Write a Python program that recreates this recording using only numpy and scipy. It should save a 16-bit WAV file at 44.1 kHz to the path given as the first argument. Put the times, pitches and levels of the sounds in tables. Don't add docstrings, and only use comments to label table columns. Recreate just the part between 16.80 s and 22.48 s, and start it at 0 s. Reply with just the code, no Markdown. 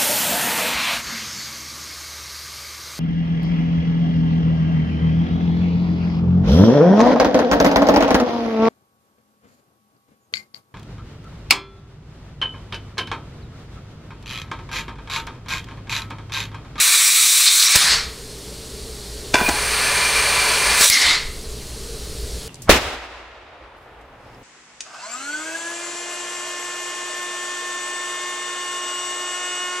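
import sys
import numpy as np
from scipy import signal
from scipy.fft import rfft, irfft
from scipy.io import wavfile
from scipy.ndimage import uniform_filter1d

SR = 44100
rng = np.random.default_rng(int(sys.argv[2]) if len(sys.argv) > 2 else 0)


def inscribe(sig):
    pcm = np.round(np.clip(np.atleast_2d(sig).T, -1, 1) * 32767)
    wavfile.write(sys.argv[1], SR, pcm.astype(np.int16))


def how_loud(loudness_db):
    steps = np.asarray(loudness_db, float) / 20
    return 10 ** steps


N = 250488

# start [t/s], end [t/s], first rumble change [level/dB]
QUIET = [
    (1.3, 2.51, -3),
    (4.5, 5.64, 2.2),
]


def evened(x):
    return x / np.sqrt(np.mean(x ** 2) + 1e-20)


def read(points, hz):
    f, value = np.transpose(points)
    return np.interp(np.log(hz + 1), np.log(f + 1), value)


def add(mix, s, sound):
    part = mix[max(round(s * SR), 0):][:len(sound)]
    part += sound[:len(part)]


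def colour_db(spectrum, rings, hz):
    peaks_db = sum(db / (1 + (2 * (hz - f) / width) ** 2) for f, width, db in rings)
    return read(spectrum, hz) + peaks_db


def noise(field_db, size, patchy_db, flicker_db):
    real, imag, patches = rng.standard_normal((*field_db.shape[::-1], 3)).T
    patches = uniform_filter1d(uniform_filter1d(patches, size=9, axis=0), size=9, axis=1)
    flicker = evened(uniform_filter1d(rng.standard_normal(field_db.shape[1]), size=3))
    level_db = field_db + patchy_db * evened(patches) + flicker_db * flicker
    z = (real + 1j * imag) * how_loud(level_db)
    return signal.istft(z, nperseg=size, noverlap=size * 3 // 4)[1][:N]


def steady(spectrum, rings, size, patchy_db):
    db = colour_db(spectrum, rings, np.fft.rfftfreq(size, 1 / SR))
    return evened(noise(db[:, None] + np.zeros(4 * N // size + 5), size, patchy_db, 0))


def resonate(x, hz, width):
    turn = np.exp(2j * np.pi * np.cumsum(hz * np.ones(len(x))) / SR)
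    pole = np.exp(-np.pi * width / SR)
    return 2 * (turn * signal.lfilter([1 - pole], [1, -pole], x / turn)).real


def jet(rows, spectrum, rings, from_hz, to_hz, patchy_db, flicker_db):
    hz, t = np.fft.rfftfreq(1024, 1 / SR), np.arange(N // 256 + 5) * 256 / SR
    s, level_db, treble_db, body_db = np.transpose(rows)
    db = colour_db(spectrum, rings, hz)

    def band_db(lo, hi):
        return 10 * np.log10(np.sum(how_loud(db[(hz > lo) & (hz < hi)]) ** 2))

    middle, high, low = band_db(from_hz, to_hz), band_db(8500, 15500), band_db(900, 2600)
    treble = np.outer(read([(6000, 0.015), (10000, 1)], hz), np.interp(t, s, treble_db) - high + middle)
    treble += np.outer(read([(10500, 0), (14000, 0.3)], hz), np.interp(t, s, treble_db - treble_db.mean()))
    body = np.outer(read([(2400, 0.91), (3200, 0.12)], hz), np.interp(t, s, body_db) - low + middle)
    air = noise((db - middle)[:, None] + treble + body, 1024, patchy_db, flicker_db)
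    time = np.arange(N) / SR
    valve = np.interp(time, [s[0] - 0.005, s[0] + 0.005, s[-1] - 0.025, s[-1]], [0, 1, 1, 0])
    return how_loud(-0.5 + np.interp(time, s, level_db)) * valve * air


def open_flow(rows):
    # t/s, treble change [level/dB], length [t/s]
    treble_dips = [
        (0.688, -6, 0.022),
        (0.883, -6, 0.017),
        (0.942, -6, 0.015),
        (4.043, -4, 0.036),
    ]
    bright_for_s, dulls_db_per_s = 0.63, 10
    at, level_db, lift = np.transpose(rows)
    s = np.arange(at[0], at[-1], 1 / 500)
    treble_db = 1.2 - dulls_db_per_s * np.maximum(s - at[0] - bright_for_s, 0)
    treble_db = treble_db + sum(db * np.exp(-((s - when) / length) ** 2) for when, db, length in treble_dips)
    body_db = -0.9 - 16 * np.interp(s, at, lift)
    return np.transpose([s, np.interp(s, at, level_db), treble_db, body_db])


def open_jet():
    # t/s, level/dB, nozzle lift [0-1]
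    blasts = [
        [(0.0, -17, 0.11), (0.09, -18.5, 0), (0.53, -17.5, 0.49), (0.7, -17.5, 0.3), (0.8, -17, 0.53),
         (0.9, -18, 0.11), (0.95, -16.5, 0.07), (0.985, -20, 0.1)],
        [(3.93, -34, 0.1), (3.99, -24, 0), (4.02, -14.5, 0.1), (4.055, -14, 0.5), (4.075, -15, 0.95),
         (4.095, -20, 0.5), (4.115, -22, 0.3)],
    ]
    # f/Hz, density [level/dB per Hz]
    spectrum = [(88, -65), (150, -32.5), (861, -23.5), (1130, -12.5), (1910, -8.5), (2320, -5), (2980, -9),
                (3840, -0.5), (4940, -4), (8020, -4), (10700, -7.5), (11600, -11.5), (15500, -13.5)]
    # f/Hz, width [f/Hz], lift [level/dB]
    rings = [(1133, 150, 4), (2370, 340, 4.5), (3780, 510, 4), (4130, 200, 2.5), (5810, 560, 5.5),
             (7880, 960, 4.5), (9440, 300, 2.5), (10100, 500, -3), (13000, 800, 2.5)]
    return sum(jet(open_flow(rows), spectrum, rings, 5680, 8800, patchy_db=1.1, flicker_db=-0.6)
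               for rows in blasts)


def bursts():
    # t/s, level/dB, centre [f/Hz], width [f/Hz], length [t/s]
    gusts = [(.68, -12.5, 4220, 1200, 0.035), (0.64, -33, 2330, 200, 0.12), (.803, -15, 4250, 900, 0.014),
             (.828, -15.5, 4100, 2000, 0.017), (0.865, -17, 5650, 900, .03),
             (1.125, -18, 4500, 1100, 0.062), (2.66, -38, 15400, 500, .15), (2.64, -39, 13700, 1200, .16),
             (4.83, -47, 2270, 350, .04), (4.14, -17.5, 5300, 1600, 0.053), (4.222, -17, 4900, 2900, 0.032),
             (4.294, -18.5, 3900, 1200, 0.032), (.958, -27, 600, 1030, 0.022),
             (3.914, -22, 3900, 3400, .04)]
    # t/s, hiss [level/dB], thump [level/dB], length [t/s]
    pops = [
        (.960, -5, -12, 0.0083),
        (4.101, -5, -22.5, 0.0038),
        (4.012, -11, -32, 0.0065),
        (4.044, -8, -42, 0.0063),
    ]
    out, t = np.zeros(N), np.arange(-8000, 8000) / SR
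    for s, db, hz, width, length in gusts:
        puff = evened(resonate(resonate(rng.standard_normal(len(t)), hz, width), hz, width))
        add(out, s + t[0], how_loud(db) * puff * np.exp(-(t / length * 2) ** 2))
    for s, hiss_db, thump_db, length in pops:
        spray = resonate(np.diff(rng.standard_normal(len(t) + 1)), 4500, 6000)
        hiss = evened(resonate(spray, 4700, 6000)) * np.exp(-(t / length * 2) ** 2)
        swing = t / np.where(t < 0, 0.002, 0.0038)
        thump = swing * np.exp(-swing ** 2)
        add(out, s + t[0], how_loud(hiss_db) * hiss + how_loud(thump_db) * thump)
    return out


def sealed_flow():
    # t/s, level/dB, t60 [t/s]
    jolts = [
        (2.542, -18.5, 0.075),
        (2.585, -33, .1),
        (2.612, -35, 0.06),
        (2.69, -20, 0.045),
    ]
    start_s, end_s, climb_db, fill_time_s = 2.535, 4.07, 14.5, 0.25
    s = np.arange(start_s, end_s, 1 / 500)
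    short_db = climb_db * np.exp(-(s - start_s) / fill_time_s)
    flow = how_loud(-20.5 - short_db) ** 2
    puffs = sum(how_loud(db - 60 * np.where(s > at, (s - at) / t60, (at - s) / 0.026)) ** 2
                for at, db, t60 in jolts)
    share = puffs / (flow + puffs)
    treble_db = (1 - share) * (-3 + 0.4 * short_db) + share * -17
    body_db = 0.83 + share * 3.5
    return np.transpose([s, 10 * np.log10(flow + puffs), treble_db, body_db])


def sealed_drum():
    # f/Hz, density [level/dB per Hz]
    spectrum = [(88, -49), (150, -23), (308, -19.5), (561, -12.5), (877, -8), (1170, -5.5), (1940, -6.5),
                (2360, -4.5), (3410, -9.5), (4480, -8.5), (7570, -16), (8670, -17), (15500, -29.5)]
    # f/Hz, width [f/Hz], lift [level/dB]
    rings = [(431, 21, 11), (566, 52, 8), (990, 22, 6), (1160, 28, 4), (1540, 66, 4), (1720, 27, 7.5),
             (2080, 53, 6.5), (2385, 200, 3), (4100, 110, 5), (4470, 300, 6), (6170, 200, 6.5),
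             (8660, 540, 9.5), (10000, 650, 6), (11050, 300, 2.5), (14400, 220, 6)]
    return jet(sealed_flow(), spectrum, rings, 2860, 7300, patchy_db=0.55, flicker_db=0.48)


def clunks():
    # t/s, peak [level/dB], favoured f/Hz, crack [level/dB]
    knocks = [(2.5365, -20, 2300, -30), (2.5416, -2, 2400, -12), (2.5427, -7, 256, -14),
              (2.544, -4, 695, -5), (2.5477, -6, 603, -6), (2.553, -6, 1000, -11),
              (2.5548, -2.5, 1540, -14), (2.5598, -16, 1390, -13), (2.570, -14, 1300, -16),
              (2.585, -11, 1500, -18), (2.604, -12, 1200, -20), (2.610, -11, 900, -18),
              (2.615, -9, 340, -23), (2.6826, -14, 705, -20), (2.685, -12, 302, -16),
              (2.6884, -10.5, 1010, 0), (2.6907, -10, 506, -1), (2.6945, -8.5, 900, -4),
              (4.008, -16, 450, -10)]
    # f/Hz, level/dB, t60 [t/s]
    steel = [(236, -4.5, 0.039), (410, -3, 0.021), (610, 3.5, 0.0094), (815, -4.5, 0.023),
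             (1010, -2, 0.018), (1290, -6, 0.0096), (1560, 3, 0.016), (1970, -3, 0.019),
             (2400, -2.5, 0.028), (2800, -2, 0.014), (3410, 0.5, 0.022), (5060, 1, 0.026), (5840, -1, .02),
             (6950, 1, 0.029)]
    out, t = np.zeros(N), np.arange(4000) / SR
    hz, db, t60 = np.transpose(steel)[:, :, None]
    for s, peak_db, best_hz, crack_db in knocks:
        chance = rng.standard_normal((3, len(steel), 1))
        lift_db = -9.0 * abs(np.log2(hz / best_hz)) + 0.65 * chance[0]
        turns = hz * (1 + 0.023 * chance[1]) * t + chance[2]
        modes = how_loud(db + lift_db - 60 * t / t60) * np.sin(2 * np.pi * turns)
        ring = modes.sum(0) * (1 - np.exp(-t / 0.00055))
        crack = how_loud(crack_db - 60 * t / 0.013) * np.diff(rng.standard_normal(len(t) + 1))
        crack = resonate(resonate(resonate(crack, 6400, 3400), 5500, 5300), 5000, 5000)
        add(out, s, how_loud(peak_db) * (ring / abs(ring).max() + 1.14 * crack))
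    return out


def vent_flow(start, hold, level_db, body_db, sparkle_db):
    swell_db, fall_db_per_s, knee_s, tail_s = 3, 192, 0.032, 0.225
    settled_body_db, settles_s, dulls_db_per_s = -5.5, 0.027, 55
    t = np.arange(0, hold + tail_s, 1 / 500)
    falling_s = np.hypot(np.maximum(t - hold, 0), knee_s) - knee_s
    db = level_db + swell_db * np.minimum(t / hold, 1) - fall_db_per_s * falling_s
    fresh = np.exp(-t / settles_s)
    treble_db = -3 + sparkle_db * fresh - dulls_db_per_s * t
    body = settled_body_db + (body_db - settled_body_db) * fresh
    return np.transpose([start + t, db, treble_db, body])


def vents():
    flows = [
        (0.951, 0.17, -17.5, -1.5, 4.5),
        (4.098, 0.21, -18.5, -16, 5.5),
    ]
    # f/Hz, density [level/dB per Hz]
    colours = [
        [(88, -47), (150, -13.5), (352, -22), (428, -20), (895, -10), (967, -9.5), (1700, -2), (2760, -5),
         (4070, 2.5), (9740, -12.5), (15500, -28)],
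        [(88, -53), (150, -25), (248, -20), (480, -23.5), (656, -17.5), (1370, -10), (2100, -7), (2500, -11),
         (4230, -4), (10500, -26), (15500, -42)],
    ]
    # f/Hz, width [f/Hz], lift [level/dB]
    rings = [(1440, 300, 0), (4200, 710, 1), (5200, 340, 0.5), (7850, 1100, 2.5)]
    return sum(jet(vent_flow(*rows), colour, rings, 2300, 8300, patchy_db=2.04, flicker_db=0.5)
               for rows, colour in zip(flows, colours))


def whistle(rows, width):
    s, hz, db = np.transpose(rows)
    t = np.arange(s[0], s[-1], 1 / SR)
    pitch = np.interp(t, s, hz)
    tone = resonate(resonate(rng.standard_normal(len(t)), pitch, width), pitch, width)
    out = np.zeros(N)
    add(out, s[0], how_loud(np.interp(t, s, db)) * evened(tone) * signal.windows.tukey(len(t), 0.04))
    return out


def port_whistles():
    # t/s, pitch [f/Hz], level/dB
    bore = [(2.58, 2394, -29), (2.645, 2435, -27), (2.668, 2420, -20.5), (2.71, 2400, -51),
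            (2.82, 2385, -35), (3.3, 2374, -27.5), (3.6, 2370, -27.5), (3.8, 2385, -29), (4.02, 2400, -25)]
    # t/s, pitch [f/Hz], level/dB
    port = [(4.095, 2140, -27), (4.109, 2160, -17), (4.143, 2090, -23), (4.165, 2020, -11.5),
            (4.193, 2080, -29), (4.251, 2080, -16.5), (4.33, 2080, -25), (4.44, 2030, -41)]
    return whistle(bore, 56) + whistle(port, 300)


def air_dip(air):
    # f/Hz, change [level/dB]
    dip_curve = [(10900, 0), (11400, -5.5), (12500, -2), (15000, -1)]
    return irfft(rfft(air) * how_loud(read(dip_curve, np.fft.rfftfreq(N, 1 / SR))), N)


def workshop(x):
    # f/Hz, t60 [t/s]
    decay = [(200, 0.21), (1000, 0.65), (4000, 0.45), (12000, 0.32)]
    taps = np.zeros(SR)
    at = np.arange(300, SR - 20, 20)
    taps[at + rng.integers(0, 20, len(at))] = rng.choice([-1., 1.], len(at))
    hz, t, z = signal.stft(taps, SR, nperseg=256)
    tail = signal.istft(z * how_loud(-60 * t / read(decay, hz)[:, None]), SR, nperseg=256)[1]
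    return signal.fftconvolve(x, tail / np.linalg.norm(tail))[:N]


def gain_control(t, ducks, dips_db, creep_db_per_s):
    # start [t/s], end [t/s], depth [level/dB]
    ducking = [
        (0, 0.968, -22),
        (4.043, 4.14, -22),
    ]
    fall_s, recover_s = 0.016, 0.095
    duck_db = sum(db * np.exp(-np.maximum(a - t, 0) / fall_s - (np.maximum(t - b, 0) / recover_s) ** 2)
                  for a, b, db in ducking)
    creep_db = sum((t > a - 0.2) * (t < b) * (db + creep_db_per_s * np.maximum(t - a, 0))
                   for (a, b, _), db in zip(QUIET, dips_db))
    return ducks * duck_db + uniform_filter1d(creep_db, size=4000, mode="nearest")


def drone(hz, wander):
    drift = evened(uniform_filter1d(uniform_filter1d(rng.standard_normal(N), size=9000), size=9000))
    return np.sqrt(2) * np.sin(2 * np.pi * (hz * np.arange(N) / SR + wander * drift))


def leak_and_fan(t):
    # f/Hz, density [level/dB per Hz]
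    spectrum = [(76, -34), (130, -2), (295, -7.5), (368, -7), (423, -2.5), (517, -11.5), (583, -7),
                (684, -16), (1650, -19), (2270, -19), (2460, -19.5), (4140, -14), (5940, -16.5),
                (9040, -17), (15500, -32.5)]
    # f/Hz, width [f/Hz], lift [level/dB]
    rings = [(241, 51, 0.5), (424.6, 27, 8.5), (4420, 900, 3.5)]
    leak = steady(spectrum, rings, size=1024, patchy_db=0.86)
    reflected = workshop(np.diff(leak, prepend=0))
    shop = how_loud(-34.5) * evened(leak + 0.58 * reflected)
    hum = how_loud(-46) * drone(120, wander=0.16)
    return how_loud(gain_control(t, 1, dips_db=(-2.5, -1.4), creep_db_per_s=2)) * (shop + hum)


def floor_rumble(t):
    # t/s, lift [level/dB], length [t/s]
    heaves = [(1.19, 8, 0.1), (1.798, 3.5, .06), (2.674, 8, 0.046), (2.842, 7, 0.13), (3.28, -1, 0.068),
              (3.426, 6, 0.098), (3.956, 6, 0.15), (4.28, 6, 0.055), (4.46, 8, 0.042), (5.24, 0, 0.26)]
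    # f/Hz, density [level/dB per Hz]
    spectrum = [(8, -30), (12, 7), (25, -5), (45, -13), (75, -0.5), (95, -23), (140, -23), (250, -60)]
    # f/Hz, width [f/Hz], lift [level/dB]
    rings = [(56, 15, 2)]
    # f/Hz, level/dB
    motors = [(53.6, -4.5), (60, -6.5)]
    rumble = how_loud(-3.5) * steady(spectrum, rings, size=8192, patchy_db=2.0)
    rumble = rumble + sum(how_loud(db) * drone(hz, wander=0.27) for hz, db in motors)
    heave_db = -39.5 + sum(db * np.exp(-((t - s) / length) ** 2) for s, db, length in heaves)
    dips_db = [row[-1] for row in QUIET]
    return rumble * how_loud(heave_db + gain_control(t, 0.87, dips_db, creep_db_per_s=6))


def scene():
    air = open_jet() + bursts() + sealed_drum() + vents() + port_whistles()
    air = air_dip(air)
    metal = clunks()
    reverberant = workshop(how_loud(-10.0) * air + how_loud(-6.0) * metal)
    t = np.arange(N) / SR
    mono = air + metal + reverberant + leak_and_fan(t) + floor_rumble(t)
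    return np.array([mono, mono])


def top_cut(x):
    return signal.sosfilt(signal.butter(12, 15760, fs=SR, output="sos"), x)


def record(dry):
    edge_hz = 15760
    passed = np.fft.rfftfreq(N, 1 / SR) < edge_hz
    limited = irfft(rfft(np.clip(dry, -1, 1)) * passed, N)
    mix = np.clip(limited, -1, 1)
    return top_cut(mix)


dry = scene()
out = record(dry)
inscribe(out)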